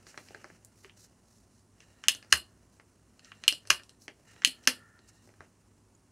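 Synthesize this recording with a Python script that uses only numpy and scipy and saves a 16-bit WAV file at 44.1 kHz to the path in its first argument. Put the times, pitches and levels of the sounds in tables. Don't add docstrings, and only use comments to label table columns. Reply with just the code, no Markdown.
import sys
import numpy as np
from scipy import signal
from scipy.fft import rfft, irfft
from scipy.io import wavfile
from scipy.ndimage import uniform_filter1d

SR = 44100
rng = np.random.default_rng(int(sys.argv[2]) if len(sys.argv) > 2 else 0)


def to_wav(s):
    ch = np.atleast_2d(s).T
    pcm = np.round(np.clip(ch, -1, 1) * 32767)
    wavfile.write(sys.argv[1], SR, pcm.astype(np.int16))


def boost_factor(decibels):
    exponent = np.asarray(decibels, float) / 20
    return 10 ** exponent


N = 269704


def evened(x):
    return x / np.sqrt(np.mean(x ** 2) + 1e-20)


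def read(points, hz):
    f, value = np.transpose(points)
    return np.interp(np.log(hz + 1), np.log(f + 1), value)


def add(mix, s, sound):
    part = mix[round(s * SR):][:len(sound)]
    part += sound[:len(part)]


def shaped(gain):
    return evened(irfft(rfft(rng.standard_normal(N)) * gain, N))


def coloured(points):
    return shaped(boost_factor(read(points, np.fft.rfftfreq(N, 1 / SR))))


def ring(modes, stretch, damping):
    t = np.arange(1024) / SR
    out = np.zeros(len(t))
    for hz, width, db in modes:
        out += boost_factor(db) * np.exp(-np.pi * width * damping * t) * np.sin(2 * np.pi * hz * stretch * t)
    return out


# frequency in Hz, density in dB per Hz.
AIR = [(15, -41.5), (25, -27.5), (87, -1.5), (172, -4), (304, -9), (368, -3), (524, -21), (1030, -14),
       (2400, -27), (4480, -27.5), (6210, -23.5), (7710, -22.5), (9330, -24), (15200, -49), (16500, -47)]
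# centre in Hz, width in Hz, level in dB.
FANS = [
    (59, 20, -73.5),
    (102.4, 14, -69),
    (231, 130, -70.5),
    (9600, 300, -87),
    (9500, 50, -95),
]


def room_tone():
    hz = np.fft.rfftfreq(N, 1 / SR)
    out = boost_factor(-69.5) * coloured(AIR)
    for centre, width, db in FANS:
        out += boost_factor(db) * shaped(1 / (1 + (2 * (hz - centre) / width) ** 2))
    return out


# frequency in Hz, t60 in seconds.
REVERB = [(100, 0.6), (500, 0.33), (1500, 0.12), (3000, 0.18), (4500, 0.21), (6500, 0.097), (10000, 0.038),
          (15000, 0.043)]
# delay in seconds, gain.
ECHOES = [(.0025, 0.23), (.004, -0.1), (.007, 0.15), (.0095, -.15), (0.0128, -0.0099)]


def room(x, wet_db):
    taps = np.zeros(SR // 2)
    at = np.arange(120, SR // 2 - 12, 12)
    taps[at + rng.integers(0, 12, len(at))] = rng.choice([-1., 1.], len(at))
    hz, t, z = signal.stft(taps, SR, nperseg=128)
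    decay = boost_factor(-60 * t / read(REVERB, hz)[:, None])
    tail = signal.istft(z * decay, SR, nperseg=128)[1]
    tail *= boost_factor(wet_db) / np.linalg.norm(tail)
    for s, gain in ECHOES:
        tail[round(s * SR)] += gain
    return signal.fftconvolve(x, tail)[:N]


# frequency in Hz, level in dB.
RUB = [(900, -30.5), (1300, 3), (1900, 3), (2400, -1), (2900, 2), (3500, -16), (4500, -45)]
HISS = [(2500, -35.5), (3600, -8.5), (4100, -1), (4700, -2.5), (5500, 1.5), (6200, 1.5), (7200, -0.5),
        (8200, -3.5), (10000, -8.5), (12000, -30.5)]
FIZZ = [(7000, -27), (10000, 8.5), (13000, 3), (15500, -1), (17000, -20.5)]
RUMBLE = [(60, -14.5), (150, 2.5), (300, -6), (600, -4), (1000, -11.5), (1800, -32)]
# time in seconds, effort in dB.
HANDLING = [(0, 7.5), (.3, 9.5), (.55, 9), (.62, -2), (1.03, 1), (1.29, -5), (1.67, -8.5), (1.84, 3.5),
            (2.5, -2), (3.13, -3), (3.37, 4.5), (3.92, -6), (4.11, -4.5), (4.38, 9.5), (4.87, -3.5),
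            (5.1, -6), (5.45, -1.5), (5.8, -6.5)]
# level at middle effort in dB, growth in dB per dB of effort.
FRICTION = [
    (-78, 0.94),
    (-76.5, 0.67),
    (-88, 0.55),
    (-71.5, 0.37),
]
# middle in seconds, length in seconds, level in dB, pressure 0-1.
BRUSHES = [(0.095, 0.087, -61, 0.58), (0.232, 0.22, -70, .05), (0.675, 0.045, -86, .01),
           (0.821, 0.14, -69.5, 0), (1.019, 0.12, -60, 0.2), (1.35, 0.24, -73.5, 0.2),
           (1.567, 0.16, -73.5, 0.4), (1.825, 0.059, -74, 0.92), (2.055, 0.053, -63.5, 1.05),
           (2.311, 0.027, -57.5, 0.47), (2.748, 0.08, -80, 0.11), (3.272, 0.094, -72, 0.94),
           (3.45, 0.047, -70, 1.09), (3.675, 0.026, -61, 0.68), (3.847, 0.13, -77.5, .3),
           (4.034, 0.087, -66, 0), (4.303, 0.087, -73, 0.86), (4.644, 0.0303, -65, 0.5),
           (5.091, 0.039, -60.5, 0.58), (5.165, 0.079, -73, .4), (5.27, .12, -73, .3),
           (5.303, 0.072, -94, 1.08), (5.433, 0.084, -82, 1.17), (0.868, 0.077, -82, 1.1),
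           (0.379, 0.16, -85, 1.1), (0.47, 0.088, -77, 0.94)]


def slides():
    t = np.arange(N) / SR
    effort = np.interp(t, *np.transpose(HANDLING))
    gains = np.array([boost_factor(db + share * effort) for db, share in FRICTION])
    for middle, length, db, press in BRUSHES:
        rub_db, fizz_db = -26 + 33 * press, -7 - 17 * press
        layers = db + np.array([rub_db, 0, fizz_db])
        swell = np.cos(np.pi * np.clip((t - middle) / length, -.5, .5)) ** 1.2
        gains[:3] += boost_factor(layers)[:, None] * swell
    grain = boost_factor(2.0 * evened(uniform_filter1d(rng.standard_normal(N), 300)))
    return grain * sum(g * coloured(c) for g, c in zip(gains, (RUB, HISS, FIZZ, RUMBLE)))


# start in seconds, level in dB, frequency in Hz.
THUDS = [(0.181, -53, 304), (.35, -50, 424), (.447, -53, 344), (.52, -53, 179), (.85, -47.5, 387),
         (2.099, -52, 251), (2.148, -52, 290), (2.328, -36, 73.4), (2.339, -49, 181), (2.36, -55.5, 400),
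         (3.52, -42.5, 293), (3.703, -44.5, 165.7), (3.706, -46, 70.3), (4.086, -51.5, 290),
         (4.465, -51.5, 188), (4.472, -40, 261), (4.676, -31, 252), (4.677, -41, 492), (5.4, -50, 97),
         (5.4, -51, 145.7)]
# frequency in Hz, t60 in seconds.
THUD_RING = [(70, 0.23), (150, .11), (200, 0.22), (250, 0.14), (310, 0.047), (480, 0.15)]
# start in seconds, level in dB, frequency in Hz, t60 in seconds.
PING = (5.9505, -43, 6900, .012)


def thuds():
    out, t = np.zeros(N), np.arange(SR // 2) / SR
    jolts = [(*row, read(THUD_RING, row[2])) for row in THUDS]
    for s, db, hz, t60 in jolts + [PING]:
        wobble = .3 * evened(uniform_filter1d(rng.standard_normal(len(t)), 400))
        envelope = boost_factor(db - 60 * t / t60) * (1 - np.exp(-t / .002))
        add(out, s, envelope * np.sin(2 * np.pi * hz * t + wobble))
    return out


# frequency in Hz, width in Hz, level in dB.
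BORE = [(1450, 190, -8), (1852, 220, 2.5), (2817, 360, 2), (3960, 820, 7), (5453, 450, -4.5),
        (7460, 150, -5), (8760, 600, -10)]
# start in seconds, end in seconds, level in dB.
STROKES = [
    (1.801, 2.076, -73.5),
    (3.221, 3.327, -66.5),
    (3.331, 3.487, -70.5),
    (3.892, 3.953, -74.5),
    (4.265, 4.454, -67),
    (4.998, 5.245, -73.5),
]


def piston():
    noise = evened(signal.oaconvolve(rng.standard_normal(N), ring(BORE, 1, 0.31), "same"))
    noise = signal.sosfilt(signal.butter(4, [1150, 10000], "band", fs=SR, output="sos"), noise)
    out = np.zeros(N)
    for start, end, db in STROKES:
        part = noise[round(start * SR):round(end * SR)]
        add(out, start, boost_factor(db) * part * signal.windows.tukey(len(part), .15))
    return out


# frequency in Hz, level in dB, t60 in seconds.
COIL = [(1253, -2.5, 0.41), (1385, -3.5, 7.4), (1390, -4, 3.7), (1600, -2.5, 0.51), (1800, -1, 3.5),
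        (1760, 0, 1.9), (1830, -5, 1.), (2175, -4, 0.29)]
# start in seconds, level in dB.
TWANGS = [
    (2.086, -71.5),
    (2.326, -83),
    (3.48, -80),
    (3.707, -65.5),
    (4.448, -72),
    (4.674, -64.5),
]
DAMPED_S = [2.32, 2.6, 3.7, 3.815, 4.67, 4.99]


def spring():
    out, t = np.zeros(N), np.arange(SR // 2) / SR
    for (s, level_db), stop in zip(TWANGS, DAMPED_S):
        x = np.zeros(len(t))
        for hz, db, t60 in COIL:
            a, b = uniform_filter1d(rng.standard_normal((2, len(t))), 300)
            partial = a * np.sin(2 * np.pi * hz * t) + b * np.cos(2 * np.pi * hz * t)
            x += boost_factor(db - 60 * t / t60) * evened(partial)
        hand = np.exp(-np.maximum(t + s - stop, 0) / 0.02)
        add(out, s, boost_factor(level_db) * x * hand)
    return out


def struck(rows, reach):
    s, db, lean, wall = np.transpose(rows)
    tip_db, tip_share, bench_db, bench_share, loss = reach
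    tip = db + tip_db + tip_share * lean
    bench = db + bench_db + bench_share * lean - loss * wall
    return np.transpose([s, db + wall, db - lean, db + lean, tip, bench])


# frequency in Hz, width in Hz, level in dB.
BARREL = [(2500, 1100, -23.5), (2920, 250, 23), (3380, 490, 6)]
GRIP = [(1340, 640, -12.5), (1620, 890, -2.5), (1700, 360, 19)]
LATCH = [(4250, 180, -3), (5010, 700, 4.5), (6100, 900, 6)]
TIP = [(7800, 910, 5), (9306, 520, 5), (10700, 640, -8), (12286, 610, -15.5), (14900, 1200, -16.5)]
BENCH = [(322, 1000, 12), (546, 130, -4.5), (849, 820, -1)]
# low edge in Hz, high edge in Hz, rattle in dB, rattle t60 in seconds.
PARTS = [
    (1880, 3930, -21, 0.1),
    (1100, 2800, -21.5, 0.089),
    (3820, 6900, -26.5, 0.1),
    (6700, 15000, -22.5, 0.18),
    (191, 1000, -12, 0.093),
]


def blows(rows, crack_s, spread, damping, gain_db, rattle_db):
    out, t = np.zeros(N), np.arange(SR // 4) / SR
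    chance = rng.standard_normal((len(rows), 2, len(t)))
    detune = rng.uniform(-1, 1, (len(rows), 5))
    for (s, *levels), (contacts, loose), shifts in zip(rows, chance, detune):
        drive = (0.39 * contacts * np.exp(-t / crack_s) + (t == 0))[:512]
        drive[round(.00036 * SR)] += .8
        chatter = loose * boost_factor(2.7 * evened(uniform_filter1d(contacts, 250)))
        parts = zip((BARREL, GRIP, LATCH, TIP, BENCH), PARTS, levels, shifts)
        for modes, (lo_hz, hi_hz, tail_db, t60), db, shift in parts:
            band = signal.butter(3, [lo_hz, hi_hz], "band", fs=SR, output="sos")
            body = signal.sosfilt(band, ring(modes, 1 + spread * shift, damping))
            crack = np.convolve(drive, body)
            add(out, s, boost_factor(db + gain_db) * crack / abs(crack).max())
            brief = body * np.exp(-t[:len(body)] / .0008)
            rattle = evened(signal.sosfilt(band, signal.oaconvolve(chatter, brief, "same")))
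            rattle *= 1 - np.exp(-t / 0.00067)
            add(out, s, boost_factor(db + gain_db + tail_db + rattle_db - 60 * t / t60) * rattle)
    return out


# start in seconds, strength in dB,
# lean from grip end toward latch end in dB, barrel wall caught in dB.
KNOCKS = [(0.0677, -43, 1, -21), (0.143, -56.5, -13.5, -2), (0.176, -33.5, -3, -6), (0.2857, -45.5, 2, 0),
          (0.3465, -40.5, -4, -9), (0.4432, -39, -4.5, -16), (0.5009, -60, -16, -8), (1.7835, -67, 4, 0),
          (2.2469, -50.5, -1.5, -14.5), (2.798, -50.5, -6, -3), (3.2466, -56.5, 15, 2.5),
          (3.6531, -50, -2.5, -5), (4.0195, -59.5, 12, -26.5), (4.0804, -34, -3.5, -1.5),
          (4.363, -56.5, -8.5, 5), (4.9909, -52.5, 1.5, -8.5), (5.2906, -64, -12, -29),
          (5.339, -58.5, -3.5, -6), (5.4062, -44.5, -7, -19)]
# start in seconds,
# strength, lean and wall in dB.
TICKS = [(0.846, -44.5, -5, 0.5), (0.8957, -54.5, -5, 12), (1.804, -48.5, 3, 0), (2.0386, -35, -0.5, 1.5),
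         (2.149, -37.5, 6.5, -6), (2.2265, -45, 0, -1.5), (3.1938, -51, 5, 1), (3.318, -44.5, -6, 7.5),
         (3.4378, -32.5, 1.5, -0.5), (3.525, -30, 7, -3), (3.673, -46.5, 8.5, -1), (3.797, -50, -6, 5),
         (3.894, -50.5, 8.5, 0.5), (4.42, -36.5, -2.5, -2.5), (4.435, -41.5, -4, -1.5),
         (4.474, -29.5, 7.5, -13), (4.638, -54.5, 1.5, 3), (4.654, -52.5, 7, 0.5), (3.8346, -54, 9, 3)]
# tip in dB, tip share of lean, bench in dB, bench share of lean, bench loss per wall dB.
KNOCK_REACH = (-11.5, 0.8, -10, -1.08, 0.19)
TICK_REACH = (-16, 2.8, -16, 0.4, -0.07)


def light_touches():
    rows = np.vstack([struck(KNOCKS, KNOCK_REACH), struck(TICKS, TICK_REACH)])
    hits = blows(rows, crack_s=0.00061, spread=.06, damping=1.6, gain_db=0.83, rattle_db=0.56)
    return signal.sosfilt(signal.butter(2, 9000, fs=SR, output="sos"), hits)


# start in seconds, strength, lean and wall in dB.
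FLICKS = [
    (0.3067, -59.5, -1, 1),
    (0.6481, -56, 6.5, -29),
    (0.9757, -81, 9, -5),
    (5.2743, -60.5, 1, -17),
]
# tip in dB, tip share of lean, bench in dB, bench share of lean, bench loss per wall dB.
FLICK_REACH = (-2.5, 2.57, 10.5, -1.9, -0.11)


def flicks():
    rows = struck(FLICKS, FLICK_REACH)
    return blows(rows, crack_s=0.001, spread=0.094, damping=1.3, gain_db=1.9, rattle_db=-1.0)


# start in seconds, strength, lean and wall in dB.
SNAPS = [(2.0835, -15.5, 8, 8.5), (2.3233, -21.5, 2, 6), (2.3257, -14.5, 8, 3), (2.3264, -9, -1, -5),
         (2.3284, -24, -3, -5.5), (3.4795, -19, 9, 14), (3.7006, -33, 6, 10.5), (3.7031, -9.5, 2, -1),
         (3.7055, -15.5, 4, 0), (4.4478, -15, 7, 10), (4.6723, -26.5, -0.5, 8), (4.6742, -9, 4.5, -1)]
# tip in dB, tip share of lean, bench in dB, bench share of lean, bench loss per wall dB.
SNAP_REACH = (-11.5, 1.87, -27, 0.7, 1)


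def snaps():
    rows = struck(SNAPS, SNAP_REACH)
    return blows(rows, crack_s=0.00082, spread=.012, damping=0.99, gain_db=1.6, rattle_db=0.1)


# frequency in Hz, side below mid in dB.
APART = [(60, -27), (150, -21), (380, -21.5), (950, -13), (2380, -23), (5980, -19), (15000, -25)]
# frequency in Hz, left over right in dB.
LEAN = [(60, -0.53), (180, 0.5), (550, -3.5), (1650, -1), (4970, -1.5), (15000, -1)]
# frequency in Hz, side level in dB.
WALLS = [(100, -37), (600, -18), (1300, -20), (2800, -27.5), (6500, -28), (9000, -12), (15000, -5)]


def scene():
    hz = np.fft.rfftfreq(N, 1 / SR)
    steady = slides() + room_tone()
    low = thuds()
    hits = snaps() + light_touches() + flicks()
    mid = hits + room(hits, wet_db=-12.5) + low + spring() + piston() + steady
    lean = np.tanh(read(LEAN, hz) * np.log(10) / 40)
    unrelated = rfft(np.roll(steady, SR // 3)) * boost_factor(read(APART, hz) - 8)
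    side = irfft(rfft(steady) * lean + unrelated, N)
    side = side + irfft(rfft(room(hits + low, wet_db=-15)) * boost_factor(read(WALLS, hz)), N)
    return np.array([mid + side, mid - side])


def top_cut(x):
    return signal.sosfilt(signal.butter(12, 16850, fs=SR, output="sos"), x)


def record(dry):
    notch_hz, notch_width_hz, notch_share = 3790, 340, 0.23
    b, a = signal.iirpeak(notch_hz, notch_hz / notch_width_hz, SR)
    heard = dry - notch_share * signal.lfilter(b, a, dry)
    heard = signal.sosfilt(signal.ellip(8, .5, 40, 15800, fs=SR, output="sos"), heard)
    return top_cut(np.clip(heard, -.97, .97))


dry = scene()
out = record(dry)
to_wav(out)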